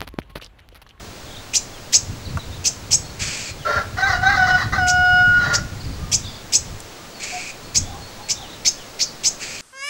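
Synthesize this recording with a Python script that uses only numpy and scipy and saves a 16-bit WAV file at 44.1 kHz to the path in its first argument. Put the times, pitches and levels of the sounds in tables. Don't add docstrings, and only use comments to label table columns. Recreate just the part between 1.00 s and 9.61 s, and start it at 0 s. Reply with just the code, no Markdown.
import sys
import numpy as np
from scipy import signal
from scipy.fft import rfft, irfft, next_fast_len
from scipy.io import wavfile

SR = 44100
rng = np.random.default_rng(int(sys.argv[2]) if len(sys.argv) > 2 else 0)


def wav_record(signal):
    frames = np.transpose(np.atleast_2d(signal))
    bounded = np.clip(frames, -1, 1)
    quanta = np.round(bounded * 32767).astype(np.int16)
    wavfile.write(sys.argv[1], SR, quanta)


N = 379701
T = np.arange(N) / SR

# start_s, length_s, release_s, fundamental_db, octave_db (before a trim),
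# octave_swell_db, steady_rasp_db (before trims), pitch_hz, overshoot_hz, overshoot_after_s
CROW_SYLLABLES = [(2.646, 0.202, 0.095, -39, -19, 7, -31.5, 679, 24.7, .1),
                  (2.968, 0.2625, 0.079, -20, -16, 0, -34, 730, 57.94, 0.1),
                  (3.213, .42, 0.085, -19, -18.5, 8.5, -34, 744.5, 57.76, .105),
                  (3.718, .9, 0.24, -21.5, -20.5, 15.5, -69, 726.7, 42.2, 0.031)]
BREAK_RELEASE_S = 0.035


def amp(db):
    return 10 ** (np.asarray(db) / 20)


def unit(x):
    return x / np.sqrt(np.mean(x ** 2) + 1e-20)


def read(points, hz):
    f, value = np.transpose(points)
    return np.interp(np.log(hz + 1), np.log(f + 1), value)


def colour(x, points):
    gain = amp(read(points, np.fft.rfftfreq(len(x), 1 / SR)))
    return unit(irfft(rfft(x) * gain, len(x)))


def wander(n, hz):
    size = next_fast_len(n + 4096)
    f = np.fft.rfftfreq(size, 1 / SR)
    spectrum = rfft(rng.standard_normal(size)) * np.exp(-(f / hz) ** 2)
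    return unit(irfft(spectrum, size))[:n]


def swell(t, start, hold, rise, fall):
    return np.exp(np.minimum(t - start, 0) / rise - np.maximum(t - start - hold, 0) / fall)


def gate(t, length, attack, release):
    return np.clip(np.minimum(t / attack, (length - t) / release), 0, 1)


def add(mix, s, sound):
    part = mix[max(round(s * SR), 0):][:len(sound)]
    part += sound[:len(part)]


def echoes(x, t60, delay):
    t = np.arange(SR) / SR
    sparse = rng.choice([-1., 1.], SR) * (rng.random(SR) < 1 / 10)
    taps = sparse * amp(-60 * t / t60) * (t > delay)
    return signal.oaconvolve(x, taps / np.linalg.norm(taps))[:N]


def starling(gable_db=-11, yard_db=-23):
    # start_s, length_s, level_db, final_pitch_hz, beak_factor on the throat's frequencies,
    # held_note (0-1)
    chip_rows = [(0.532, 0.054, -16.5, 1200, 0.99, 0.4), (0.921, 0.055, -12, 1287, 0.95, 0.8),
                 (1.639, 0.06, -17.5, 1232, 1, 0), (1.905, 0.057, -14, 1324, 1, 1.0),
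                 (3.864, 0.059, -21.5, 1138, 0.96, 0), (4.527, 0.046, -19, 1145, 0.92, 0.25),
                 (5.113, 0.054, -16, 1230, 0.99, 0.4), (5.52, 0.058, -14.5, 1304, 1, 0.5),
                 (6.742, 0.05, -15.5, 1317, 0.95, 0.8), (7.284, 0.052, -20, 1186, 0.95, 0),
                 (7.646, 0.05, -14.5, 1267, 0.89, 1), (7.988, 0.064, -19, 1236, 0.86, 0.3),
                 (8.231, 0.063, -16.5, 1316, 0.95, 0.93)]
    # start_s, length_s, level_db and low_resonance_db (each before a trim) with the fade
    # between them, in the order start_s, length_s, level_db, fade_db, low_resonance_db
    churr_rows = [(2.19, 0.34, -28.5, -9, -41), (6.194, .34, -35, -4, -36.5), (8.392, .26, -36, -1, -42)]
    dry = np.zeros(N)
    for s, *shape in chip_rows:
        add(dry, s, chip(*shape))
    for s, *shape in churr_rows:
        add(dry, s, churr(*shape))
    gable = amp(gable_db) * echoes(dry, t60=0.21, delay=.002)
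    yard = amp(yard_db) * echoes(dry, t60=0.63, delay=0.0084)
    return dry + gable + yard


def chip(length, db, top_hz, beak, held, start=.39, crest=.8, jitter=0.051, onset_db=-15,
         dull_db=-5, fade_db=-15, rasp_db=-13, flicker_db=5.5):
    # frequency_hz, gain_db
    throat = [(800, -10), (1800, -23.5), (2450, -7.5), (3000, -15.5), (4000, -15.5), (5000, -6),
              (5700, -1.5), (6600, -0.5), (7300, -2), (8000, -4), (9000, -21.5), (11000, -27.5),
              (15000, -31.5)]
    # multiple, gain_db
    orders = [(2, -20), (3, -9), (4, -7), (5, -1), (6, -1.5), (8, -8), (12, -10.5), (22, -2.5)]
    u = np.arange(int(length * SR)) / (length * SR)
    rise = np.minimum(u / crest, 1) ** 1.1
    unsteady = 1 + jitter * (1 - 0.82 * rise) * wander(len(u), 500)
    hz = top_hz * start ** (1 - rise) * unsteady
    phase = 2 * np.pi * np.cumsum(hz) / SR
    k = np.arange(2, 23)[:, None]
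    late = dull_db * (k > 6) * np.maximum(1 - 3 * u, 0)
    flicker = flicker_db * (1 - rise ** 2) * wander(len(k) * len(u), 240).reshape(len(k), -1)
    gain = amp(read(throat, k * hz / beak) + read(orders, k) + late + flicker)
    gain = gain * (k * hz < SR / 2)
    stack = (gain * np.cos(k * phase + 2 * np.pi * rng.random(k.shape))).sum(0)
    rasp = colour(rng.standard_normal(len(u)), throat) * np.sqrt(np.sin(np.pi * u))
    effort = amp(np.interp(u, [0, .35, .65, 1], [onset_db, -2, 0, fade_db * (1 - held)]))
    voice = (unit(stack) + amp(rasp_db) * rasp) * effort * signal.windows.tukey(len(u), .2)
    return amp(db) * unit(voice)


def churr(length, db, fade_db, ring_db, pulse_hz=215, jitter=0.17, depth=0.27, low_hz=2430,
          low_width_hz=260, high_db=3.0, low_db=-1, uneven_db=1.0):
    # frequency_hz, gain_db
    throat = [(900, -12), (1900, 1), (3000, 1), (3800, -3.5), (4600, 3.5), (5500, -0.5), (7000, 2),
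              (8000, -1.5), (9000, -19.5), (12000, -24.5), (16000, -32)]
    t = np.arange(0, length, 1 / SR)
    accent = 4 * np.exp(-((t - 0.043) / 0.011) ** 2)
    level = db + fade_db * t / length + accent
    turns = np.cumsum(pulse_hz * (1 + jitter * wander(len(t), 73))) / SR
    pulses = 1 - depth + depth * 3 * np.exp(-(turns % 1) / .3)
    puffs = rng.standard_normal(len(t)) * pulses
    band = signal.butter(2, [low_hz - low_width_hz, low_hz + low_width_hz], "band", fs=SR)
    ring = unit(signal.lfilter(*band, puffs))
    voice = amp(level + high_db) * colour(puffs, throat) + amp(ring_db + low_db) * ring
    uneven = amp(uneven_db * wander(len(t), 45))
    return voice * uneven * gate(t, length, attack=0.014, release=0.032)


def rooster(flutter=0.0095, shake=0.47, side_ratio=.585, side_jitter=0.0574, hiss_db=-3, rasp_db=4.5,
            chest_db=1, break_hz=728, octave_db=-0.94, yard_db=-16, edge_db=-10):
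    # frequency_hz, gain_db (against the octave)
    overtone_throat = [(2190, -26.5), (2920, -15.5), (3200, -60), (3640, -36), (3860, -11.5), (4400, -33.5),
                       (4750, -51), (5110, -19.5), (5800, -39.5), (6160, -22.5), (6600, -48.5)]
    # frequency_hz, gain_db
    rasp_throat = [(300, -23), (780, 4.5), (950, -10.5), (1170, -3.5), (1450, 7), (1750, -5), (2000, 3),
                   (2400, -21), (2950, -19.5), (3400, -19.5), (4100, -15), (6000, -19.5), (8000, -36)]
    # frequency_hz, gain_db
    edge_throat = [(3200, -36), (3850, 6), (4500, 4), (5600, -8), (6200, -10.5), (8000, -25.5)]
    # frequency_hz, gain_db
    chest_throat = [(300, -52), (435, -0.5), (500, -18.0), (595, 6.5), (680, -12.5), (900, -47)]
    last_s, last_length = CROW_SYLLABLES[-1][:2]
    t = np.arange(CROW_SYLLABLES[0][0], last_s + last_length + 2 * BREAK_RELEASE_S, 1 / SR)
    n = len(t)
    pitch, low, octave, rasp = crow_controls(t)
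    rough = np.clip(5 * rasp / octave, 0, 1)
    hz = pitch * (1 + (0.0019 + flutter * rough ** 2) * wander(n, 117))
    phase = 2 * np.pi * np.cumsum(hz) / SR
    bright = np.minimum(2 * low / octave, 1) ** .5
    overtones = bright * sum(amp(read(overtone_throat, k * pitch) + 2 * wander(n, 22)) * np.cos(k * phase)
                             for k in range(3, 11))
    tone = low * np.cos(phase) + amp(octave_db) * octave * (np.sin(2 * phase) + overtones)
    tone *= np.sqrt(2) * (1 - 0.091 * rough + shake * rough * wander(n, 60))
    beat = 2 * np.pi * np.cumsum(side_ratio * hz * (1 + side_jitter * wander(n, 142))) / SR
    pulses = sum((1 + wander(n, 35) / 2) * np.cos(k * phase + wander(n, 70)) for k in range(1, 11))
    hiss = rng.standard_normal(n) * (1 + np.cos(phase))
    drive = unit(pulses * np.cos(beat)) + amp(hiss_db) * hiss
    slack = np.clip((break_hz - pitch) / 35, 0, 1)
    chest = slack * colour(rng.standard_normal(n), chest_throat)
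    edge = (1 - slack) * colour(drive, edge_throat)
    throaty = amp(rasp_db) * colour(drive, rasp_throat)
    hoarse = rasp * (throaty + amp(chest_db) * chest + amp(edge_db) * edge)
    dry = np.zeros(N)
    add(dry, t[0], (tone + hoarse) * signal.windows.tukey(n, .005))
    return dry + amp(yard_db) * echoes(dry, t60=0.83, delay=0.0026)


def crow_controls(t):
    # full_from_s, hold_s, attack_s (before full), rasp_db (before trims)
    breaks = [(2.673, 0.12, .01, -28.5), (2.976, .038, .004, -30.5), (3.075, 0.065, 0.012, -26.5),
              (3.302, 0.069, 0.023, -28), (3.471, 0.023, 0.0064, -26.5), (3.583, 0.042, .012, -27.5),
              (3.727, 0.036, 0.0036, -29), (4.431, 0.12, 0.048, -29.5)]
    pitch = np.zeros(len(t))
    low, octave, rasp = np.full((3, len(t)), 1e-4)
    for (s, length, release, low_db, octave_db, swell_db, rasp_db,
         hz, overshoot_hz, overshoot_s) in CROW_SYLLABLES:
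        age = t - s
        effort = gate(age, length, attack=.022, release=release)
        overshoot = np.exp(-((age - overshoot_s) / .052) ** 2)
        sag = 40 * length * np.exp(np.minimum(age - length, 0) / .12)
        pitch = np.where(age >= 0, hz + overshoot_hz * overshoot - sag, pitch)
        thin_db = -15 * np.clip((age - 0.493) / 0.077, 0, 1)
        low = low + effort * amp(low_db + thin_db)
        octave = octave + effort * amp(octave_db + swell_db * np.clip(age / length, 0, 1) + 5 * overshoot)
        rasp = rasp + effort * amp(rasp_db)
    for s, length, attack, db in breaks:
        broken = swell(t, s, length, attack, BREAK_RELEASE_S)
        duck = amp(-5.5 * broken)
        low, octave = low * duck, octave * duck
        rasp = np.maximum(rasp, amp(db) * broken)
    return pitch, low, octave, rasp


def knocks(tick_t60=0.023, wet=0.19):
    # frequency_hz, level_db (relative), t60_s
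    modes = [(666, -3, 0.059), (920, -6, 0.055), (1140, 0.5, .05), (1390, 8, 0.021), (1560, -3, 0.041),
             (2700, -5, 0.018)]
    # start_s, onset_level_db
    tick_rows = [(1.373, -36), (5.803, -30)]
    snap_spectrum = [(1000, -17), (4000, -8), (7500, 5), (11000, -6), (15000, -22)]  # Hz, dB
    t, dry = np.arange(SR // 8) / SR, np.zeros(N)
    ringing = sum(amp(db - 60 * t / t60) * np.sin(2 * np.pi * (hz * t + rng.random()))
                  for hz, db, t60 in modes)
    add(dry, 1.3725, amp(-19) * ringing / 2)
    for s, db in tick_rows:
        snap = colour(rng.standard_normal(len(t)), snap_spectrum)
        add(dry, s, amp(db - 60 * t / tick_t60) * snap)
    return dry + wet * echoes(dry, t60=0.075, delay=0.005)


def far_calls(rows, level_db, trill_hz, swing, wet):
    dry = np.zeros(N)
    for s, length, first_hz, last_hz, db, trill in rows:
        n = int(length * SR)
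        shiver = np.sin(2 * np.pi * np.cumsum(trill_hz * (1 + 0.22 * wander(n, 32.0))) / SR)
        trilled = swing * trill * (shiver + 0.76 * wander(n, 380))
        hz = np.geomspace(first_hz, last_hz, n) * (1 + trilled + 0.0046 * wander(n, 200))
        note = np.sin(2 * np.pi * np.cumsum(hz) / SR) * (1 + 0.1 * trill * shiver)
        add(dry, s, amp(db + level_db) * unit(note * signal.windows.tukey(n, .5)))
    return dry + wet * echoes(dry, t60=0.2, delay=0.0045)


def poultry():
    # start_s, length_s, first_hz, last_hz, level_db (before the trim), trill (0-1)
    hen_rows = [(4.97, 0.17, 1210, 1213, -54, 0.15), (5.96, .15, 1200, 1210, -57, 0.2),
                (6.31, 0.077, 722, 723, -46.5, 0.56), (6.84, .19, 770, 797, -51, 0.8),
                (6.92, 0.071, 1120, 1010, -53.5, 0.7), (7.16, .05, 990, 1040, -54, 0.2),
                (7.18, 0.065, 827, 840, -49, 0.26), (7.37, 0.1, 832, 780, -52, 0.8)]
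    return far_calls(hen_rows, level_db=5.5, trill_hz=25.2, swing=0.069, wet=1.0)


def songbirds():
    return far_calls([*songbird_notes(), *chatter()], level_db=-2, trill_hz=42, swing=.04, wet=.6)


def songbird_notes():
    # start_s, level_db (before the trim)
    slurs = [(.72, -49), (2.58, -47), (2.925, -52), (5.9, -54), (7.4, -45), (7.5, -52), (7.765, -46)]
    # start_s, glide_hz, level_db (before the trim)
    peeps = [(2.02, 200, -46), (2.43, -600, -42), (6.13, -450, -45), (6.62, 50, -47), (7.0, 200, -46),
             (7.21, 250, -45)]
    # start_s, length_s, pitch_hz (centre), level_db (mean, before the trim)
    twitters = [(.26, .12, 3480, -47), (1.23, .09, 4400, -46), (1.39, .07, 3950, -44),
                (1.52, .07, 3700, -45), (4.8, .16, 4400, -46), (5.22, .2, 3500, -44),
                (5.25, .13, 4600, -43), (6.82, .12, 3450, -47), (7.35, .2, 3650, -45),
                (8.06, .07, 4650, -40)]
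    peep_s, peep_hz = 0.11, 4360
    trill_s, every_s, scatter, uneven_db = 0.023, 0.02, 0.0404, 4
    notes = [(s, 0.077, 3700, 2720, db, 0.52) for s, db in slurs]
    notes += [(s, peep_s, peep_hz - glide / 2, peep_hz + glide / 2, db, 0) for s, glide, db in peeps]
    for s, length, hz, db in twitters:
        for age in np.arange(0, length - trill_s / 2, every_s):
            first, last = hz * (1 + scatter * rng.standard_normal(2))
            notes.append((s + age, trill_s, first, last, db + uneven_db * rng.standard_normal(), 1))
    return notes


def chatter(count=18, hz=4100, db=-56):
    when, length, first, last = rng.random((count, 4)).T
    one = np.ones(count)
    first_hz = hz * (0.99 + 0.1 * first)
    last_hz = hz * (0.98 + 0.41 * last)
    return np.transpose([when * N / SR, 0.095 + 0.043 * length, first_hz, last_hz, db * one, one])


def wind(level_db=-1, lumps_db=3, top_hz=400):
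    # (per Hz, relative)
    eddy_spectrum = [(11, -35), (18, -6.5), (53, -5), (102, 0), (167, -9.5), (243, -15.5), (334, -21),
                     (389, -32), (429, -23.5), (500, -30), (650, -67), (1100, -120)]
    # time_s, level_db (before the trim)
    breeze = [(0, -43), (.9, -42), (2.9, -35.5), (3.2, -28), (5.15, -29), (5.45, -41.5), (5.75, -36.5),
              (5.95, -52.5), (7, -43.5), (8.6, -52.5)]
    # peak_s, rise_s, level_db (before the trim)
    gusts = [(1.13, 0.13, -30), (1.27, 0.015, -22), (1.5, 0.041, -29), (1.86, 0.059, -31),
             (2.22, 0.017, -27.5), (2.62, 0.07, -32.5), (3.42, 0.16, -23), (4.28, 0.092, -25),
             (6.78, 0.021, -20.5)]
    low_pass = signal.butter(3, top_hz, fs=SR, output="sos")
    eddies = signal.sosfilt(low_pass, colour(rng.standard_normal(N), eddy_spectrum))
    power = amp(np.interp(T, *np.transpose(breeze))) ** 2
    power = power + sum((amp(db) * swell(T, s, 0, rise, 3.3 * rise)) ** 2 for s, rise, db in gusts)
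    return unit(eddies * amp(lumps_db * wander(N, 17))) * np.sqrt(power) * amp(level_db)


def air(level_db=-38.5, whistle_db=-57.5):
    # (per Hz, relative)
    wash_spectrum = [(20, 0), (60, -19), (130, -8), (300, -9), (550, -9.5), (900, -13), (1800, -16.5),
                     (3200, -19), (4200, -18), (7000, -21), (9000, -29), (11000, -33), (15600, -35)]
    wash = amp(level_db) * colour(rng.standard_normal(N), wash_spectrum)
    whistle = np.sqrt(2) * np.sin(2 * np.pi * 15625 * T)
    return wash + amp(whistle_db) * whistle


def scene():
    birds = starling() + rooster() + songbirds() + poultry()
    return (birds + knocks() + wind() + air())[None]


def record(dry, ceiling=.9, edge_hz=15800):
    held = dry / (1 + (dry / ceiling) ** 6) ** (1 / 6)
    low_pass = signal.firwin(1023, edge_hz, window=("kaiser", 9), fs=SR)
    return signal.oaconvolve(held, low_pass[None], "same")


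dry = scene()
out = record(dry)
wav_record(out)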